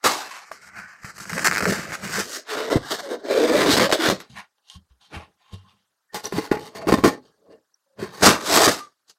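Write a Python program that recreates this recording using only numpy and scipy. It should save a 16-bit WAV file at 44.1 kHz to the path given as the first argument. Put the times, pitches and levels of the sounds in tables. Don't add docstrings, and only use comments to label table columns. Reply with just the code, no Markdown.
import sys
import numpy as np
from scipy import signal
from scipy.fft import rfft, irfft, next_fast_len
from scipy.io import wavfile
from scipy.ndimage import uniform_filter1d, map_coordinates

SR = 44100
rng = np.random.default_rng(int(sys.argv[2]) if len(sys.argv) > 2 else 0)


def wav_record(signal):
    frames = np.transpose(np.atleast_2d(signal))
    bounded = np.clip(frames, -1, 1)
    quanta = np.round(bounded * 32767).astype(np.int16)
    wavfile.write(sys.argv[1], SR, quanta)


N = 404838

# pitch in Hz, width
# in Hz, then strength in dB per pass with the lid shut, ajar, upright, laid back and tearing its tape.
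RIM_MODES = [(757, 385, -7, -1, 2.5, 3, -3), (1171, 360, 0.5, 4, 6.5, 7.5, 2), (1525, 640, 1, 3, 6, 6.5, 0),
             (2330, 1070, -3, -0.5, 5, 3.5, -3.5), (2731, 270, -3.5, -0.5, 6.5, 4, -2.5)]
BEAD_MODES = [(2890, 520, -6, -4, 2.5, -4.5, -5), (3680, 707, -3.5, 0, 6, 0, -0.5),
              (4696, 1560, -3, -2, 3.5, -0.5, -1), (6920, 2450, -4, -5, 0.5, -3.5, -3),
              (8260, 1126, -2.5, -3.5, 2.5, -1.5, -1.5), (10870, 3100, -10.5, -11, -3.5, -7.5, -9),
              (14580, 3200, -11.5, -12, -15, -8.5, -11)]
OPEN_S = 4.25


def drag():
    # pitch in Hz, width in Hz, strength in dB per pass.
    panel_modes = [(234, 58, -0.5), (300, 100, 2.5), (430, 133, 3), (536.2, 87, 3.5), (652.7, 110, 0),
                   (900, 51, -15.5)]
    # pitch in Hz, width in Hz, strength in dB per pass with lid on and lid off.
    box_modes = [(56, 7.4, -1.5, -6.5), (94, 47, 0.5, -1), (151, 60, 3.5, 2), (203, 71, 3, 1)]
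    rim_gain, panel_gain, bead_gain, box_gain = strokes() * sticking(hush_db=-9, before_s=.007)
    fine = slips(per_s=6000, spread_db=0, clump_db=1.6)
    crushed = fine * rng.choice([-1, 1], N)
    coarse = slips(per_s=1500, spread_db=1, clump_db=2)
    rim = foam(unit(patchy(fine, depth_db=2.4)), RIM_MODES)
    beads = foam(unit(patchy(crushed, depth_db=2.2)), BEAD_MODES)
    hum = unit(filtered(patchy(coarse, depth_db=2.2), lambda hz: body(panel_modes)(hz)[0] ** 2))
    lid_on, lid_off = filtered(coarse, lambda hz: body(box_modes)(hz) ** 2)
    rumble = np.where(np.arange(N) > OPEN_S * SR, unit(lid_off), unit(lid_on))
    scrape = amp(-1) * rim_gain * rim + amp(.5) * bead_gain * beads
    return scrape + amp(-2.5) * panel_gain * hum + amp(-5.5) * box_gain * rumble


def strokes():
    # time of full force, hold, rise t60 and fall t60, all in seconds, rim drive in dB,
    # then panel, bead and box drive in dB over the rim's.
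    pushes = [(0.044, 0.019, 0.026, 0.49, -18, -4.5, -3.5, -19.5),
              (0.233, 0.12, 0.73, 0.87, -40, -24, -7.5, -27.5), (0.521, 0.002, 0.13, 0.41, -46, -5, -3, -8),
              (0.648, 0.042, 0.27, 0.046, -44, -26, -6, -12),
              (0.782, 0.0126, 0.33, 0.46, -36.5, -19, -13, -7.5),
              (0.895, 0.013, 0.526, 0.8, -46, -23, -11, -31),
              (1.05, 0.049, 0.22, 0.14, -40.5, -14, -6, -12.5),
              (1.186, 0.014, 0.17, 0.8, -41, -9, -0.5, 1.5),
              (1.289, 0.014, 0.01, 0.044, -26.5, -22, -9, -20),
              (1.333, 0.327, 0.28, 0.35, -31.5, -6.5, -4, -2.5),
              (1.373, 0.019, 0.022, 0.03, -19, -4, -11, -31.5),
              (1.445, 0.028, 0.008, 0.04, -11, -8, -2.5, -33),
              (1.508, 0.24, 0.008, 0.74, -27, -3.5, -7.5, -3.5),
              (1.707, 0.019, 0.25, 0.08, -35, 15, 5, 14.5),
              (1.914, 0.042, 0.15, 0.037, -29.5, -8, -9.5, -4.5),
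              (2.045, 0.03, 0.14, 0.12, -31, -11, -7, 1), (2.184, 0.014, 0.51, 0.19, -25.5, -3, -4.5, -3),
              (2.37, 0.002, 1, 0.16, -37, 1.5, 4, -24), (2.5, 0.01, 0.11, 0.69, -29, -12.5, -6, -39),
              (2.576, 0.029, 0.2, 0.72, -30.5, 5, -6.5, -15),
              (2.723, 0.048, 0.18, 0.061, -24.5, 6, -7.5, -17),
              (2.912, 0.043, 0.39, 0.57, -35.5, -27, -1, -15),
              (2.913, 0.017, 0.047, 0.14, -27.5, -0.5, 1, -13.5),
              (2.987, 0.016, 0.00793, 0.048, -32.5, -2, -5.5, -24),
              (3.116, 0.022, 0.25, 0.18, -34, 5.5, -6.5, -30), (3.307, 0.36, 0.23, 0.57, -29, 9, -6, -14.5),
              (3.593, 0.233, 0.67, 0.085, -23, 2.5, -5, -9),
              (3.722, 0.026, 0.22, 0.27, -24.5, -9.5, 5.5, 3),
              (3.79, 0.061, 0.36, 0.13, -22, 0.5, -4.5, -4.5), (3.932, 0.002, 0.12, 0.13, -20, 8, 0, -21),
              (4.025, 0.076, 0.194, 0.047, -23.5, 3.5, -4, -18),
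              (4.086, 0.015, 0.0067, 0.16, -23, 8, -1.5, 4.5), (4.199, 0.002, 0.04, 0.23, -42, 0, -2, -9.5),
              (4.299, 0.096, 0.024, 0.093, -62.5, -7, 7, 20.5),
              (4.372, 0.03, 0.074, 0.14, -37.5, -24, -7.5, -17),
              (4.691, 0.077, 0.18, 0.054, -61, -24, 9, -19), (4.76, 0.011, 0.07, 0.15, -64, -19, -7.5, 19),
              (4.903, 0.013, 0.053, 0.18, -70, -17, 0.5, 0), (5.015, 0.0094, 0.049, 1, -62.5, -23.5, 5, -1),
              (5.147, 0.0035, 0.11, 0.32, -38.5, -0.5, -8, 3),
              (5.45, 0.087, 0.354, 0.1, -65, -21.5, 0.5, -15.5),
              (5.534, 0.0079, 0.057, 0.18, -56.5, 4, 8, 15), (5.649, 0.053, 0.93, 0.73, -66, -14, 1.5, 6),
              (6.146, 0.024, 0.041, 0.14, -36.5, 1.5, 1, -1.5),
              (6.243, 0.028, 0.032, 0.11, -40, 4.5, 3, -1), (6.323, 0.11, 0.042, 0.32, -41, 1.5, -2, -10),
              (6.385, 0.0074, 0.1, 0.053, -30, 5, -5.5, 4.5), (6.514, 0.002, 0.012, 0.22, -25, 2, -10.5, 0),
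              (6.594, 0.078, 0.008, 0.23, -49, 4, 1, 4), (6.753, 0.019, 0.023, 0.16, -42, 2.5, -2, 2.5),
              (6.818, 0.002, 0.24, 0.2, -41.5, 7, -10.5, 3.5),
              (6.888, 0.011, 0.068, 0.052, -24, 6, -8, 4.5),
              (6.927, 0.014, 0.13, 0.092, -23, 4.5, -5, -8.5),
              (6.979, 0.0018, 0.048, 0.14, -26.5, 1.5, -6, 8),
              (7.043, 0.02, 0.035, 0.19, -20.5, 4.5, -6, 0), (7.25, 0.002, 0.14, 0.57, -67, 11, 4.5, 9),
              (7.529, 0.011, 0.39, 0.23, -65.5, 18, 0, 9.5), (7.995, 0.042, 0.06, 0.3, -40.5, 5, -5.5, 9),
              (8.145, 0.238, 0.22, 0.023, -46.5, -1.5, -1.5, -3),
              (8.234, 0.057, 0.061, 0.15, -13.5, -0.5, -2.5, -3),
              (8.278, 0.0018, 0.007, 0.35, -15, 0, -9, -9),
              (8.528, 0.14, 0.302, 0.29, -17, -2.5, -1, -14.5),
              (8.673, 0.018, 0.03, 0.098, -17, 4.5, -2.5, -2.5),
              (9.093, 0.0077, 0.054, 0.11, -58, 0.5, 8.5, -6)]
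    power, t = np.zeros((4, N)), np.arange(N) / SR
    for s, hold, rise, fall, db, *shares_db in pushes:
        hold, rise, fall = np.clip([hold, rise, fall], .002, 1)
        span = slice(max(round((s - 1.5 * rise) * SR), 0), round((s + hold + 1.5 * fall) * SR))
        below_db = 60 * np.maximum((s - t[span]) / rise, (t[span] - s - hold) / fall).clip(0)
        peaks = amp(db + np.r_[0, shares_db])
        power[:, span] += (peaks[:, None] * amp(-below_db)) ** 2
    return np.sqrt(power)


def slips(per_s, spread_db, clump_db):
    size = amp(spread_db * rng.exponential(size=N)) * rng.standard_normal(N)
    return (rng.random(N) < per_s / SR) * size * amp(clump_db * wobble(45))


def sticking(hush_db, before_s):
    at = np.round(releases()[0] * SR).astype(int)
    marks = np.bincount(at, minlength=N)
    span = round(before_s * SR)
    stuck = uniform_filter1d(marks * float(span), span, origin=-(span // 2))
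    return amp(hush_db * uniform_filter1d(np.clip(stuck, 0, 1), 40))


def patchy(x, depth_db):
    bands = signal.stft(x, nperseg=512)[2]
    patches = uniform_filter1d(rng.standard_normal(bands.shape), 2, axis=0)
    patches = uniform_filter1d(patches, 20, axis=1)
    return signal.istft(bands * amp(depth_db * unit(patches)), nperseg=512)[1][:N]


def foam(jolts, modes):
    # start in seconds, stage colour (0 shut, 1 ajar, 2 upright, 3 laid back, 4 tape).
    stages = [(0, 4), (.45, 0), (2.45, 1), (4.25, 2), (6.1, 3), (8.2, 4)]
    start, stage = np.transpose(stages)
    stage_now = stage[np.searchsorted(start * SR, np.arange(N), "right") - 1]
    response = body(modes)(np.fft.rfftfreq(4096, 1 / SR)) ** 2
    rings = irfft(response / np.sqrt(np.mean(np.abs(response) ** 2, axis=1, keepdims=True)))
    by_stage = jolts * (stage_now == np.arange(len(rings))[:, None])
    return signal.oaconvolve(by_stage, rings, axes=1)[:, :N].sum(axis=0)


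def releases():
    # time in seconds, relative level in dB, bead share in dB.
    singles = [(0.041, -17.5, -3), (0.516, -23.5, -9.5), (1.045, -23, -29.5), (1.18, -27.5, -21),
               (1.2, -25.5, -20.5), (1.254, -25, -14.5), (1.295, -21.5, -4), (1.331, -14, -10.5),
               (1.379, -13, -19.5), (1.393, -13, -12.5), (1.481, -6, -11), (1.512, -6.5, -12),
               (1.522, -9.5, -14), (1.56, -11, -9), (1.571, -9.5, -8), (1.58, -9, -8), (1.605, -11, -18),
               (1.624, -10, -14.5), (1.654, -5, -16), (1.722, -16.5, -28), (1.92, -17, -17),
               (2.701, -19.5, -7.5), (3.767, -11.5, -9.5), (3.796, -8, -13.5), (3.894, -18.5, -16),
               (3.914, -20.5, -15), (3.924, -3.5, -6), (4.099, -11, -5), (4.202, -28, 1.5), (4.582, -56, 4),
               (4.699, -48, 17), (6.144, -27.5, 3.5), (6.323, -23, -28), (6.514, -17, -22),
               (6.571, -26.5, -21), (6.871, -24, -8.5), (6.921, -11, -22), (6.938, -9.5, -19.5),
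               (6.985, -20.5, -21.5), (7.038, -10, -12.5), (7.251, -54, -5), (8.222, -11.5, -11.5),
               (8.678, -8, -7.5), (9.096, -64, 3)]
    # start, end and first gap in seconds, ratio of each gap to the one before.
    creaks = [(1.4455, 1.475, .0016, 1.11), (1.529, 1.553, .0056, 1.0)]
    # relative level in dB, bead share in dB.
    creak_levels = [(-13, -11), (-16, -4)]
    steps = []
    for (start, end, gap, growth), levels in zip(creaks, creak_levels):
        times = start + np.r_[0, np.cumsum(gap * growth ** np.arange(16))]
        steps += [(s, *levels) for s in times if s <= end]
    return np.transpose(singles + steps)


def snaps(crackle_t60=.006):
    s, db, bead_db = releases()
    at = np.round(s * SR).astype(int)
    t = np.arange(300) / SR
    decay = amp(db[:, None] + bead_db[:, None] - 2 - 60 * t / crackle_t60)
    crackle = rng.standard_normal(decay.shape) * decay
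    blows = np.bincount(at, amp(db), N)
    spray = np.bincount((at[:, None] + np.arange(len(t))).ravel(), crackle.ravel(), N)
    return amp(11.5) * foam(blows, RIM_MODES) + foam(spray, BEAD_MODES)


def thumps():
    # start in seconds, relative level in dB, pitch in Hz, cycles to fall 30 dB (kept to 1-20).
    bumps = [(0.514, -32.5, 648, 14), (0.516, -25.5, 1170, 11), (1.045, -25.5, 132, 2),
             (1.325, -29, 169.7, 19), (1.685, -19, 200, 18), (2.757, -5, 265, 3), (2.762, -4, 114, 1.5),
             (3.893, -14.5, 607, 5), (3.903, -12.5, 628, 4.5), (3.928, -7.5, 422, 3.5),
             (3.956, -22, 602.5, 7), (4.1, -3.5, 649, 2.5), (4.757, -37.5, 80, 5),
             (4.907, -47.5, 61.2, 4.5), (5.165, -27.5, 83.5, 4), (5.532, -30.5, 96, 10.5),
             (6.324, -20, 386, 7.5), (6.337, -25.5, 190.5, 11.5), (6.365, -20.5, 167, 7),
             (6.383, -12, 305, 4.5), (6.516, -1.5, 363, 3), (6.569, -23.5, 378, 4), (6.87, -15, 324.7, 9.5),
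             (6.886, -12, 401.6, 12), (6.896, -13.5, 352, 3), (6.925, 2.5, 328, 2.5),
             (6.94, -4.5, 241, 3.5), (6.985, -15, 271, 5), (7.037, -5.5, 295, 3), (7.046, -1, 305, 4),
             (7.06, -11.5, 334, 11), (7.076, -8.5, 256.7, 5.5), (8.026, -25.5, 374.4, 20.5),
             (8.279, -6.5, 231, 0.5), (8.676, -6, 299, 3)]
    out, t = np.zeros(N + SR), np.arange(SR // 4) / SR
    for s, db, hz, cycles in bumps:
        attack = 1 - np.exp(-t * hz / .26)
        decay = amp(db + 4.5 - 30 * t * hz / np.clip(cycles, 1, 20))
        out[round(s * SR):][:len(t)] -= attack * decay * np.sin(2 * np.pi * hz * t)
    return out[:N]


def groan(fade_s=.0082):
    # time in seconds, pitch in Hz, relative level in dB.
    glides = [
        [(2.48, 479, -45), (2.526, 419.3, -24.5), (2.692, 454.6, -25.5), (2.766, 378, -17), (2.78, 363, -30.5)],
        [(3.02, 587, -30), (3.054, 564.5, -30.5), (3.14, 479, -21), (3.2, 486, -49)],
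        [(3.25, 562.5, -23.5), (3.35, 544, -21.5), (3.4, 436, -14), (3.47, 512, -17.5)],
        [(3.475, 432, -19.5), (3.52, 503, -11.5), (3.575, 640, -15)],
        [(3.6, 439, -19.5), (3.65, 298.6, -17.5), (3.715, 289, -11.5)],
        [(3.75, 410, -16), (3.82, 509, -16.5), (3.88, 576, -19)],
        [(3.78, 221, -20.5), (3.82, 243, -15.5), (3.855, 257, -22)],
        [(3.988, 310, -12), (4.1, 429, -43)],
        [(6.73, 665, -51.5), (6.83, 652, -29.5), (6.88, 615, -34)],
    ]
    out, t = np.zeros(N), np.arange(N) / SR
    for points in glides:
        s, hz, db = np.transpose(points)
        fade = np.clip(np.minimum(t - s[0], s[-1] - t) / fade_s, 0, 1)
        phase = 2 * np.pi * np.cumsum(np.interp(t, s, hz)) / SR
        tone = (1.3 + .7 * wobble(45)) * np.sin(phase) + .7 * wobble(45) * np.cos(phase)
        out += fade * amp(np.interp(t, s, db) - 8) * tone
    return out


def squeaks(fuzz=.09):
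    # start in seconds, length in seconds, pitch in Hz, relative level in dB.
    notes = [(.66, .33, 1510, -46.5), (2.816, 0.1, 1640, -43), (2.908, 0.056, 470, -32),
             (4.192, 0.036, 11500, -53), (4.684, 0.13, 3140, -64), (4.714, 0.077, 1085, -66.5),
             (5.63, 0.089, 1070, -69), (6.084, 0.15, 1800, -55), (6.253, 0.0064, 5920, -22.5),
             (7.276, 0.11, 1650, -72), (7.412, 0.17, 570, -58), (7.482, 0.086, 2800, -70),
             (7.494, 0.085, 1750, -72.5), (7.741, .008, 5650, -50), (7.851, 0.14, 550, -62.5),
             (8.701, 0.19, 1198, -37.5)]
    out = np.zeros(N)
    for s, length, hz, db in notes:
        t = np.arange(round(length * SR)) / SR
        flutter, drift = (map_coordinates(row, [t * hz * fuzz]) for row in rng.standard_normal((2, 256)))
        phase = 2 * np.pi * hz * t
        tone = (.5 + flutter) * np.sin(phase) + drift * np.cos(phase)
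        out[round(s * SR):][:len(t)] += amp(db) * np.sin(np.pi * t / t[-1]) * tone
    return out


def lid_ring(x, damped_s=8.2):
    # pitch in Hz, width in Hz, relative strength in dB.
    lid_modes = [(440, 35, -5.5), (836, 31, 0), (1067, 81, -1.5), (1426, 14, -8), (1800, 26, -6),
                 (2820, 37, -4.5), (3140, 32, -2), (4500, 43, -8), (6680, 99, -7.5)]
    t = np.arange(N) / SR
    drive = x * ((t > OPEN_S) & (t < damped_s))
    return amp(8.5) * sum(filtered(drive * amp(3 * wobble(5)), body([mode]))[0] for mode in lid_modes)


def hollowed(x, depth=.76):
    # start in seconds, end in seconds, centre in Hz, width in Hz.
    dips = [(.45, 1.696, 3550, 798), (2.676, 3.26, 2478, 850)]
    t = np.arange(N) / SR
    lost = sum(filtered(x * ((t > start) & (t < end)), body([(hz, width, 0)]))[0]
               for start, end, hz, width in dips)
    return x - depth * lost


def room(x):
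    # frequency in Hz, t60 in seconds.
    decay_times = [(200, 0.3), (1500, 0.17), (6000, 0.25), (14000, 0.05)]
    hz, t, bands = signal.stft(rng.standard_normal(SR // 2), SR, nperseg=256)
    tail = signal.istft(bands * amp(-60 * t / along(decay_times, hz)[:, None]), SR, nperseg=256)[1]
    return signal.fftconvolve(np.pad(x, (250, 0)), tail / np.linalg.norm(tail))[:N]


def hiss(level_db=-64.5):
    # frequency in Hz, relative level in dB.
    colour = [(35, -33.5), (60, -16), (613, -7.5), (1590, -6), (2150, -11.5), (4740, -9), (14500, -12),
              (15500, -16.5)]
    return amp(level_db) * unit(filtered(rng.standard_normal(N), lambda hz: amp(along(colour, hz))))


def body(modes):
    return lambda f: sum((-1) ** k * amp(db)[:, None] * 1j * f * width / (hz**2 - f**2 + 1j * f * width)
                         for k, (hz, width, *db) in enumerate(modes))


def filtered(x, response):
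    size = next_fast_len(N + SR // 2)
    return irfft(rfft(x, size) * response(np.fft.rfftfreq(size, 1 / SR)), size)[..., :N]


def wobble(rate):
    return map_coordinates(rng.standard_normal(int(N * rate / SR) + 4), [np.arange(N) * rate / SR])


def along(points, hz):
    knots_hz, values = np.transpose(points)
    return np.interp(np.log(hz + 1), np.log(knots_hz + 1), values)


def amp(db):
    return 10 ** (np.asarray(db) / 20)


def unit(x):
    return x / np.sqrt(np.mean(x ** 2) + 1e-20)


def scene():
    rub = hollowed(drag()) + groan() + squeaks()
    cracks = snaps()
    hits = cracks + thumps()
    room_send = amp(-17.5) * rub + amp(-19) * hits
    mono = rub + hits + hiss() + lid_ring(rub + cracks) + room(room_send)
    return np.array([mono, mono])


def record(dry):
    gate_db, floor_gain, ceiling = -82.5, .12, .95
    low_hz, top_hz = 28, 15800
    bands = signal.stft(dry, nperseg=512)[2]
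    power = uniform_filter1d(np.abs(bands) ** 2, 9, axis=1)
    power = np.abs(uniform_filter1d(power, 3, axis=2))
    gain = np.clip(power / (power + amp(gate_db) ** 2), floor_gain, 1)
    clean = signal.istft(bands * gain, nperseg=512)[1][:, :N]
    limited = clean / (1 + np.abs(clean / ceiling) ** 6) ** (1 / 6)
    return filtered(limited, lambda hz: (hz < top_hz) * hz ** 2 / (hz ** 2 + low_hz ** 2))


dry = scene()
out = record(dry)
wav_record(out)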